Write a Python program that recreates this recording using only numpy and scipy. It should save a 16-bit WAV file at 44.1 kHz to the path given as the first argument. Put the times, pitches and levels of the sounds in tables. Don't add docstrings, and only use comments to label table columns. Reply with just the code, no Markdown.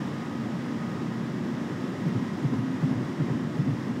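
import sys
import numpy as np
from scipy import signal
from scipy.fft import rfft, irfft
from scipy.io import wavfile

SR = 44100
rng = np.random.default_rng(int(sys.argv[2]) if len(sys.argv) > 2 else 0)


def dump(signal):
    limited = np.clip(np.atleast_2d(signal).T, -1, 1)
    pcm = np.round(limited * 32767).astype(np.int16)
    wavfile.write(sys.argv[1], SR, pcm)


N = 176400
TIME_S = np.arange(N) / SR

# f/Hz, relative level/dB
RUMBLE_SPECTRUM = [(25, -46), (40, -34), (62, -30.5), (80, -19), (100, -7.5), (126, -1.5), (190, -0.5),
                   (260, -2.5), (320, -7), (420, -17.5), (700, -40), (1500, -55), (8000, -100)]
# t/s, level/dB
RUMBLE_LEVEL = [(0, -34.5), (.28, -34.5), (.45, -33), (.7, -35), (1.02, -32), (1.12, -36), (1.4, -33.5),
                (1.8, -34), (2.2, -32.5), (2.37, -34.5), (2.7, -32.5), (2.8, -36), (3.05, -30),
                (3.13, -38.5), (3.25, -33.5), (3.42, -31.5), (3.52, -35.5), (3.7, -31), (3.81, -36.5),
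                (3.88, -32), (4, -35)]
# f/Hz, half-width/Hz, level on the mean surface/dB
BOOM_MODES = [(131.7, 6.8, -46), (190.2, 14, -42), (260, 5.9, -45.5), (295.4, 6, -44), (594.3, 5.5, -58),
              (719.5, 11, -60.5), (1090, 23, -74), (1640, 39, -64), (1900, 51, -60.5)]
# t/s, level/dB
GROWL_LEVEL = [(0, -46), (.6, -54), (1.3, -45), (2.1, -41.5), (2.8, -49), (3.06, -41.5), (3.13, -47),
               (3.22, -44.5), (3.4, -45), (4, -47)]
# t/s, level/dB
DRONE_LEVEL = [(0, -43.5), (.3, -42), (.45, -38), (.8, -36.5), (1.15, -35.5), (1.3, -40.5), (1.48, -32.5),
               (1.75, -43.5), (2.2, -36.5), (2.7, -44.5), (3.4, -40), (4, -39.5)]
# f/Hz, relative level/dB
RUSH_SPECTRUM = [(60, -41), (300, 5), (520, 3.5), (680, -1.5), (1050, 0.5), (1380, -5), (1700, -4.5),
                 (1930, -4), (2350, -12), (2900, -12.7), (3300, -13.5), (3850, -16), (4250, -20),
                 (4800, -18), (5400, -17.5), (6100, -22), (7100, -23.5), (9000, -31), (12000, -36),
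                 (15500, -39.5)]
# t/s, level/dB
RUSH_ENVELOPE = [(0, -40), (.35, -41), (.8, -40.5), (1.15, -41), (1.45, -41), (2.5, -40.5), (3.2, -41),
                 (4, -41)]
# t/s, f/Hz, level/dB
WHINE_TRACK = [(0, 1220, -55), (.13, 1232, -57), (.32, 1256, -53), (.58, 1250, -59), (.83, 1251, -49.5),
               (1.1, 1249, -56.5), (1.6, 1247, -55.5), (2.35, 1267, -57), (3.2, 1250, -57.5),
               (4, 1261, -60)]
# t/s, level/dB
CAVITY_LEVEL = [(0, -53), (1.9, -49.5), (2.2, -39.5), (2.33, -45), (2.5, -38), (2.64, -39.5), (2.75, -34),
                (2.83, -36), (2.97, -37), (3.12, -44), (3.3, -38.5), (4, -39)]
# t/s, shudder level/dB, slap level/dB
ROAD_JOINTS = [(2.076, -42, -44), (2.457, -35.5, -38), (2.842, -33, -38), (3.217, -37.5, -36),
               (3.602, -36.5, -41.5)]
# f/Hz, relative level/dB
SLAP_SPECTRUM = [(100, -49), (280, -3.5), (380, 4.5), (650, -6.5), (1100, -11), (1900, -21), (3000, -35),
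                 (8000, -65)]
# t/s, level/dB, f/Hz, sigma/s
AXLE_THUDS = [(2.075, -20.5, 156, 0.011), (2.162, -23.5, 125, 0.016), (2.457, -18, 142, 0.011),
              (2.562, -27, 122, .012), (2.597, -24.5, 128, .011), (2.843, -16, 147, 0.0085),
              (2.917, -25, 163, .012), (2.968, -25.5, 115, .013), (3.217, -19, 146, 0.016),
              (3.316, -22, 134, 0.0096), (3.348, -35, 116, .012), (3.602, -18.5, 147, .0095),
              (3.692, -23, 140, 0.0086), (3.727, -22.5, 125, 0.013)]
# t/s, level/dB, f/Hz
CARCASS_KNOCKS = [(2.073, -29, 280.3), (2.228, -24.5, 245), (2.442, -26.5, 270), (2.53, -24.5, 254),
                  (2.596, -24, 213), (2.836, -33, 275), (2.862, -25, 225), (2.916, -19.5, 245),
                  (3.207, -23.5, 285), (3.247, -24, 226), (3.290, -25.5, 295), (3.355, -23.5, 223),
                  (3.602, -26, 260), (3.675, -23, 274)]
# f/Hz, relative level/dB
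SHUDDER_SPECTRUM = [(30, -42), (60, -12), (90, -13), (125, 3), (200, 1), (262, 0), (330, -14.5),
                    (450, -19.5), (900, -32), (5000, -88)]


def from_db(db):
    return 10 ** (np.asarray(db) / 20)


def per_sample(rows):
    t_s, *columns = np.transpose(rows)
    return [np.interp(TIME_S, t_s, column) for column in columns]


def noise(gain_at):
    hz = np.maximum(np.arange(N // 2 + 1) * SR / N, 1)
    shaped = irfft(rfft(rng.standard_normal(N)) * gain_at(hz), N)
    return shaped / np.sqrt(np.mean(shaped ** 2) + 1e-20)


def coloured(spectrum):
    points_hz, db = np.transpose(spectrum)
    return noise(lambda hz: from_db(np.interp(np.log(hz), np.log(points_hz), db)))


def resonance(centre_hz, half_width_hz):
    return noise(lambda hz: 1 / (1 + ((hz - centre_hz) / half_width_hz) ** 2))


def drift(corner_hz):
    return resonance(0, corner_hz)


def tone(hz, db, wander_hz, flutter_db):
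    phase = 2 * np.pi * np.cumsum(hz + wander_hz * drift(corner_hz=14.1)) / SR
    return from_db(db + flutter_db * drift(corner_hz=24)) * np.sqrt(2) * np.sin(phase)


def swell(t_s, sigma_s):
    return np.exp(-.5 * np.minimum(((TIME_S - t_s) / sigma_s) ** 2, 100))


def pressure_dip(t_s, hz, sigma_s, sag_oct_per_s):
    octaves = np.clip(-sag_oct_per_s * (TIME_S - t_s), -1, 1)
    turns = np.cumsum(hz * 2 ** octaves) / SR
    turns -= np.interp(t_s, TIME_S, turns)
    return -swell(t_s, sigma_s) * np.cos(2 * np.pi * turns)


def tyre_rumble():
    rumble_db, = per_sample(RUMBLE_LEVEL)
    growl_db, = per_sample(GROWL_LEVEL)
    booms = sum(from_db(db) * resonance(hz, half_width_hz) for hz, half_width_hz, db in BOOM_MODES)
    growl = from_db(growl_db) * resonance(centre_hz=351.8, half_width_hz=26.5)
    rumble = from_db(rumble_db) * coloured(RUMBLE_SPECTRUM)
    return rumble + from_db(rumble_db - rumble_db.mean()) * booms + growl


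def tyre_drone():
    db, = per_sample(DRONE_LEVEL)
    return tone(230.8, db, wander_hz=1.625, flutter_db=1.3)


def rush(flutter_db=.38):
    db, = per_sample(RUSH_ENVELOPE)
    return from_db(db + flutter_db * drift(corner_hz=9.7)) * coloured(RUSH_SPECTRUM)


def drivetrain_whine():
    hz, db = per_sample(WHINE_TRACK)
    return tone(hz, db, wander_hz=6.07, flutter_db=2.3)


def cavity_ring():
    db, = per_sample(CAVITY_LEVEL)
    return from_db(db) * resonance(centre_hz=259.2, half_width_hz=6.9)


def tread_slaps(lead_s=.011, axle_lag_s=.093):
    envelope = sum(from_db(db) * swell(t_s + lag_s - lead_s, sigma_s=.0097)
                   for t_s, _, db in ROAD_JOINTS for lag_s in (0, axle_lag_s))
    return envelope * coloured(SLAP_SPECTRUM)


def carcass_knocks():
    return sum(from_db(db) * pressure_dip(t_s, hz, sigma_s=.0061, sag_oct_per_s=4)
               for t_s, db, hz in CARCASS_KNOCKS)


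def suspension_thuds():
    return sum(from_db(db) * pressure_dip(t_s, hz, sigma_s, sag_oct_per_s=12.7)
               for t_s, db, hz, sigma_s in AXLE_THUDS)


def body_shudder(delay_s=.097):
    envelope = sum(from_db(db) * swell(t_s + delay_s, sigma_s=.063) for t_s, db, _ in ROAD_JOINTS)
    return envelope * coloured(SHUDDER_SPECTRUM)


def trim_tick(t_s=2.083, decay_s=.005, burst_db=-53.5, highpass_hz=9500):
    envelope = (TIME_S >= t_s) * np.exp(-np.abs(TIME_S - t_s) / decay_s)
    burst = from_db(burst_db) * envelope * rng.standard_normal(N)
    highpass = signal.butter(2, highpass_hz, "high", fs=SR, output="sos")
    return signal.sosfilt(highpass, burst + 1e-18)


def sizzle(level_db=-74):
    return from_db(level_db) * swell(t_s=2.6, sigma_s=.06) * resonance(centre_hz=10600, half_width_hz=600)


def scene():
    cruise = tyre_rumble() + tyre_drone() + rush() + drivetrain_whine() + cavity_ring()
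    jolts = tread_slaps() + carcass_knocks() + suspension_thuds() + body_shudder()
    return (cruise + jolts + trim_tick() + sizzle())[None]


def record(dry):
    fade_s, cutoff_hz = .004, 15700
    fade = np.minimum(np.minimum(TIME_S, TIME_S[::-1]) / fade_s, 1)
    lowpass = signal.ellip(12, .1, 80, cutoff_hz, fs=SR, output="sos")
    return signal.sosfilt(lowpass, dry * fade)


dry = scene()
out = record(dry)
dump(out)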